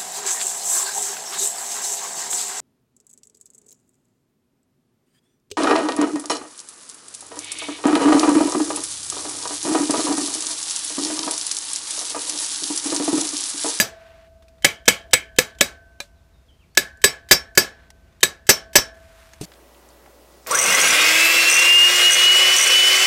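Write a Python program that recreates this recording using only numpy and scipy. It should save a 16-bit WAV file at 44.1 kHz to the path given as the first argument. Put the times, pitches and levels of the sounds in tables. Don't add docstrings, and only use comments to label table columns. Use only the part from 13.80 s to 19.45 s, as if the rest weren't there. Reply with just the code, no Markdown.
import sys
import numpy as np
from scipy import signal
from scipy.fft import rfft, irfft
from scipy.io import wavfile
from scipy.ndimage import uniform_filter1d

SR = 44100
rng = np.random.default_rng(int(sys.argv[2]) if len(sys.argv) > 2 else 0)


def wav_out(sig):
    wavfile.write(sys.argv[1], SR, np.round(np.clip(np.atleast_2d(sig).T, -1, 1) * 32767).astype(np.int16))


def natural_amplitude(level_db):
    exponent = np.asarray(level_db, float) / 20
    return 10 ** exponent


N = 249341

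# t/s, force level/dB, contact/s, head ring lost by a glancing hit/dB, shank ring level/dB
BLOWS = [(0.0, -17.5, .001, -11, -41.5), (0.846, -19, .007, -19.5, -45), (1.079, -16, 0.0099, -16.5, -36),
         (1.333, -22, 0.0086, -23, -31.5), (1.586, -20.2, .005, -19.5, -42.5),
         (1.809, -19.5, 0.0048, -17.5, -41), (2.973, -21, .0049, -15, -41),
         (3.24, -16.5, .0063, -7.5, -26.5), (3.511, -16.5, 0.0068, 0.15, -35.5),
         (3.775, -14.5, 0.0064, -4.5, -34.5), (4.43, -20.5, .008, -16, -33.5),
         (4.691, -14.5, .0067, -0.55, -31.5), (4.955, -15.5, .0088, -1.7, -29)]
# thud f/Hz, thud level/dB, web shake/dB, lean from web to boss/dB,
# flange ring level/dB
STANCE = [(605, -18.5, -8.5, 2.5, -14.5), (574, -9.5, 2.5, -3.5, -13.5), (491.8, -9.5, 1, -6, -11.5),
          (511, -12.5, 5.5, 1, -11.5), (502, -6.5, -1.8, 1, -13.5), (566, -10, 0, 4.5, -14),
          (378.2, -12.5, -1.5, 5, -7.5), (395, -5, 4.5, 3.5, -7.5), (364, -8, 4.5, 4, -6.5),
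          (362.4, -8, -2, -1.35, -6.5), (379, -12.5, 0.37, 9.5, -11), (387, -10, -4, -5.5, -10.5),
          (583, -7, -6, -7, -7.5)]
# oval swing level/dB, its axis/degrees, three-lobe level/dB
RIM = [(-45.5, 32, -57), (-53.5, 42, -60), (-49.5, 42, -65), (-54.5, 22, -56), (-55.5, 48, -55),
       (-56, 63, -52), (-63, 38, -52), (-57.5, 70, -56), (-55.5, 48, -54), (-59.5, 48, -56),
       (-64.5, 20, -63), (-49, 27, -54), (-49, 27, -56)]
# f/Hz, t60/s
TOOL = [(4802, .115), (5437, .18), (6112, .115), (7962, .09), (13280, .08)]
HEAD_DB = [-22.5, -21, -29.5, -33]
HEAD_PER_GLANCE = [1.05, 1.3, .9, .8]
HEAD_SEATED_DB = [-3, 0, 4.5, 0]
# f/Hz, t60/s, cluster width/Hz,
# cluster level/dB, cluster t60/s
HUB = [(1700, .07, 80, -22, .42), (2225, .09, 170, -4, .22), (2560, .08, 130, -5, .18),
       (3110, .09, 140, -7, .25), (3830, .16, 240, 15, .075)]
# level/dB, dB per dB of shake, dB per dB of lean
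HUB_SHARE = [(-20.5, 1.16, -0.66), (-25, 0.7, -0.55), (-22, 0.97, -1.25), (-35, 0.9, 1.26)]
# f/Hz, t60/s, time after the blow at which its level holds/s
BELL = [
    (655, 3.4, .25),
    (678, 2.2, .2),
    (1535.5, 1.4, .19),
    (5879, .16, .07),
]
# f/Hz, level/dB per Hz
CRACK = [(60, -46), (120, -17.5), (500, -1), (1200, -10.5), (2100, -0.5), (3500, -6), (7000, -3.5),
         (10000, -11.5), (13000, -16), (16000, -23)]
# f/Hz, level/dB per Hz
CLATTER = [(40, -37.5), (80, -7.5), (600, -3.5), (1200, -7.5), (2200, -6.5), (3200, -8), (5000, -7),
           (7500, -6), (10500, -11.5), (13500, -13.5), (16000, -14)]
# f/Hz, t60/s
CLATTER_T60 = [(100, .3), (500, .33), (2000, .27), (4000, .23), (7000, .19), (11000, .16), (16000, .15)]
# f/Hz, t60/s
YARD_T60 = [(200, 2.9), (1500, 0.37), (4000, .6), (10000, 0.13)]
AIR, AIR_DB = [(15, -32), (30, -13), (65, 1), (110, -13.5), (170, -17), (300, -23.5), (700, -29),
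               (1500, -33.5), (3000, -37.5), (6000, -41), (12000, -47.5), (16000, -48.5)], -53.5
# t/s, level/dB, t60/s, tilt/dB per octave, ring f/Hz
TAPS = [(.011, -19.5, .077, 9.5, 3900), (.623, -54.5, .074, 1, 3550), (0.682, -53, 0.055, 3, 2500),
        (.782, -58, .059, -0.5, 3600), (1.75, -52, .04, 2.5, 3530), (2.2025, -24, 0.029, 2.2, 6260),
        (2.206, -40.5, 0.16, 4, 7750), (3.172, -55, .03, 10, 7000), (3.537, -23, .12, -0.7, 4000),
        (4.103, -39, 0.028, 3.5, 5800), (4.325, -58, .056, -1, 3580), (4.985, -16, 0.061, -0.5, 3940),
        (5.153, -52, 0.027, 0, 6450), (5.446, -54, 0.025, 1, 8800), (5.534, -41, 0.042, 2, 6560),
        (5.611, -35, .15, 6.5, 8570), (5.635, -39, 0.26, 11, 4500)]
# f/Hz, level/dB, t60/s
TAP_RINGS = [(574, -37, 0.13), (1676, -33, 0.062), (2410, -26, 0.05), (3600, -36, 0.081), (4000, -28, 0.07)]
# t/s, f/Hz, level/dB, t60/s
KNOCKS = [
    (5.61, 129.4, -26.5, 0.086),
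    (5.612, 303.7, -29.5, 0.12),
    (5.613, 420, -26.5, 0.053),
    (5.612, 744, -40, .04),
    (5.632, 179.5, -29, .08),
    (5.632, 617, -40, 0.057),
]
# t/s, length/s, bright level/dB, dull part above it/dB, peak at share of length
RUSTLE = [
    (0.101, 0.39, -71.5, 16.5, 0.34),
    (3.922, .17, -77.5, 17.5, .55),
    (4.13, 0.32, -79.5, 12, .7),
    (5.12, 0.65, -60, 4.5, 0.45),
    (5.602, .06, -54, 1, .6),
]
# t/s, length/s, first f/Hz, held f/Hz, level/dB
BIRD = [
    (2.35, .08, 4400, 3500, -72),
    (2.525, .125, 4200, 3720, -68),
    (2.678, .087, 3500, 3100, -58),
    (2.786, .062, 3400, 2200, -62),
    (2.91, .035, 4100, 4500, -72),
]

MEAN_FORCE_DB = -17.5
SEATED_S = 4.4


def evened(x):
    return x / np.sqrt(np.mean(x ** 2) + 1e-20)


def smoothed(noise, width):
    return evened(uniform_filter1d(uniform_filter1d(noise, width), width))


def read(points, hz):
    f, value = np.transpose(points)
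    return np.interp(np.log(hz + 1), np.log(f + 1), value)


def add(mix, s, sound):
    part = mix[round(s * SR):][:len(sound)]
    part += sound[:len(part)]


def coloured(noise, gain_db):
    hz = np.fft.rfftfreq(len(noise), 1 / SR)
    return evened(irfft(rfft(noise) * natural_amplitude(gain_db(hz)), len(noise)))


def around(noise, hz, width):
    return coloured(noise, lambda f: -20 * np.log10(1 + ((f - hz) / width) ** 2))


def fading(noise, t60):
    hz, t, z = signal.stft(noise, SR, nperseg=256)
    decay = natural_amplitude(-60 * t / read(t60, hz)[:, None])
    return signal.istft(z * decay, SR, nperseg=256)[1][:len(noise)]


def ring(hz, db, t60, size, phase=0):
    t = np.arange(size) / SR
    return natural_amplitude(db - 60 * t / t60) * np.sin(2 * np.pi * hz * t + phase)


def crack(t, force_db, contact, glance_db, lean_db):
    tilt = 0.062 * lean_db
    level_db = 2.5 + 0.12 * (force_db - MEAN_FORCE_DB) - 7.5
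    t60 = max(0.086 + 0.024 * glance_db, .01)
    noise = rng.standard_normal(len(t))
    sound = coloured(noise, lambda f: read(CRACK, f) + tilt * np.log2(f + 200))
    return natural_amplitude(level_db - 60 * np.maximum(t - contact, 0) / t60) * sound


def clatter(force_db, dense):
    noise = rng.standard_normal(len(dense) * 2 - 2)
    sound = coloured(noise, lambda f: read(CLATTER, f) + 0.35 * np.log2(f + 200) + 3 * dense)
    return natural_amplitude(force_db) * fading(sound, CLATTER_T60)


def yard(force_db, size):
    sound = coloured(rng.standard_normal(size), lambda f: read(CLATTER, f))
    return natural_amplitude(force_db - 31) * fading(sound, YARD_T60)


def thud(t, hz, db):
    pair = ring(hz, db, 0.067, len(t)) + ring(965 - hz, db - 10, 0.075, len(t))
    return pair * np.minimum(t / 0.0046, 1)


def boom(t, force_db):
    sound = coloured(rng.standard_normal(len(t)), lambda f: -7.5 * np.log2((f + 1) / 170) ** 2)
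    return natural_amplitude(force_db - 7 - 60 * t / 0.14) * sound


def tool_rings(t, seated, glance_db, shank_db):
    head_db = HEAD_DB + np.multiply(HEAD_PER_GLANCE, glance_db) + np.multiply(HEAD_SEATED_DB, seated)
    out, noise = np.zeros(len(t)), rng.standard_normal(len(t))
    for (hz, t60), db in zip(TOOL, np.insert(head_db, 3, shank_db)):
        start_db = db - .5 + 60 * .04 / t60
        mode = ring(hz, start_db, t60, len(t), rng.uniform(0, 2 * np.pi))
        out += mode * np.minimum(t / .007, 1)
        out += natural_amplitude(db - 13 - 60 * (t - .04) / (.11 + t60 / 2)) * around(noise, hz, 25)
    return out


def hub_rings(t, shake_db, lean_db, flange_db):
    out = np.zeros(len(t))
    levels = [flange_db, *(np.array(HUB_SHARE) @ [1, shake_db, lean_db])]
    for (hz, t60, width, cluster_db, linger), db in zip(HUB, levels):
        out += ring(hz, db + 4, t60, len(t), rng.uniform(0, 2 * np.pi))
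        cluster = around(rng.standard_normal(len(t)), hz, width)
        out += natural_amplitude(db + cluster_db - 60 * t / linger) * cluster
    return out


def bell(s, size, oval_db, axis_deg, lobes_db):
    turn = np.radians(axis_deg)
    lip_db = oval_db - 3 + 12 * (s > SEATED_S)
    levels = [oval_db + 20 * np.log10(np.cos(turn)), oval_db + 20 * np.log10(np.sin(turn)), lobes_db, lip_db]
    return sum(ring(hz, db + 60 * at / t60, t60, size) for (hz, t60, at), db in zip(BELL, levels))


def blows():
    out, t = np.zeros(N), np.arange(SR) / SR
    dense = smoothed(rng.standard_normal(SR // 2 + 1), 40)
    edges = np.minimum(t / .0005, 1) * np.minimum((1 - t) / .1, 1)
    stops = [row[0] for row in BLOWS[1:]] + [N / SR]
    for blow, stance, rim, stop in zip(BLOWS, STANCE, RIM, stops):
        s, force_db, contact, glance_db, shank_db = blow
        thud_hz, thud_db, shake_db, lean_db, flange_db = stance
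        hit = crack(t, force_db, contact, glance_db, lean_db)
        hit += clatter(force_db, dense)
        hit += yard(force_db, len(t))
        hit += thud(t, thud_hz, thud_db)
        hit += boom(t, force_db)
        hit += tool_rings(t, s > SEATED_S, glance_db, shank_db)
        hit += hub_rings(t, shake_db, lean_db, flange_db)
        add(out, s, hit * edges)
        add(out, s + .003, bell(s, round((stop - s + .005) * SR), *rim))
    return out


def air():
    swell = smoothed(rng.standard_normal(N), 6000)
    return natural_amplitude(AIR_DB + 0.4 * swell) * coloured(rng.standard_normal(N), lambda f: read(AIR, f))


def taps():
    out, size = np.zeros(N), SR // 4
    t = np.arange(size) / SR
    for s, db, t60, tilt_db, hz in TAPS:
        noise = rng.standard_normal(size)
        tick = coloured(noise, lambda f: tilt_db * np.log2(np.clip(f, 100, 7000)) - 0.0018 * f)
        tap = natural_amplitude(db - 60 * t / t60) * tick + ring(hz, db + .3, t60 / 2, size)
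        add(out, s, tap * np.minimum(t / 0.00084, 1))
    firmest_s = TAPS[5][0]
    add(out, firmest_s, sum(ring(*mode, size) for mode in TAP_RINGS))
    for s, *mode in KNOCKS:
        add(out, s, -ring(*mode, size))
    return out


def rustle():
    out = np.zeros(N)
    for s, length, db, dull_db, peak in RUSTLE:
        t = np.arange(0, length, 1 / SR)
        noise = rng.standard_normal((3, len(t)))
        grain = natural_amplitude(1.7 * evened(uniform_filter1d(noise[2], 150)))
        bright = coloured(noise[0], lambda f: -4 * np.log2((f + 1) / 5500) ** 2)
        dull = coloured(noise[1], lambda f: -12 * np.log2((f + 1) / 1300) ** 2 / 3.45)
        stroke_db = db + np.interp(t / length, [0, np.clip(peak, .05, .95), 1], [-6.5, 0, -6.5])
        cloth = grain * (bright + natural_amplitude(dull_db) * dull)
        add(out, s, natural_amplitude(stroke_db) * cloth * signal.windows.tukey(len(t), .1))
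    return out


def bird():
    out = np.zeros(N)
    for s, length, first_hz, held_hz, db in BIRD:
        t = np.arange(0, length, 1 / SR)
        slide = abs(held_hz - first_hz) / 20000
        waver = 1 + .02 * evened(uniform_filter1d(rng.standard_normal(len(t)), 150))
        hz = np.interp(t, [0, slide], [first_hz, held_hz]) * waver
        level_db = db + np.interp(t, [0, slide], [-2, 0]) - 170 * np.maximum(t - slide, 0)
        note = natural_amplitude(level_db) * np.sin(2 * np.pi * np.cumsum(hz) / SR)
        add(out, s, note * signal.windows.tukey(len(t), .3))
    tail = rng.standard_normal(6000) * natural_amplitude(-60 * np.arange(6000) / SR / .25)
    return out + natural_amplitude(-4) * signal.oaconvolve(out, tail / np.linalg.norm(tail))[:N]


def scene():
    return (blows() + air() + taps() + rustle() + bird())[None]


def band_limit(x):
    return signal.sosfilt(signal.butter(12, 16360, fs=SR, output="sos"), x)


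def record(dry):
    low = signal.firwin(255, 15550, fs=SR)
    loud = np.clip(signal.oaconvolve(dry, low[None], "same"), -.96, .96)
    lag = np.arange(-1500, 1501) / SR
    window = np.exp(-abs(lag) / .005)
    notch = 2 * window * np.cos(2 * np.pi * 3120 * lag) / window.sum()
    loud = loud - .5 * signal.oaconvolve(loud, notch[None], "same")
    bright = signal.sosfilt(signal.butter(2, 1500, "high", fs=SR, output="sos"), loud[0])
    ahead = np.arange(1024)
    for s, force_db, *_ in BLOWS[1:]:
        ghost_db = force_db - 21.5 - 14 * np.sqrt(ahead / len(ahead)) + 8
        add(loud[0], s - len(ahead) / SR, natural_amplitude(ghost_db) * bright[round(s * SR) + ahead])
    edge = signal.firwin(255, 16250, window=("kaiser", 8), fs=SR)
    return band_limit(signal.oaconvolve(loud, edge[None], "same"))


dry = scene()
out = record(dry)
wav_out(out)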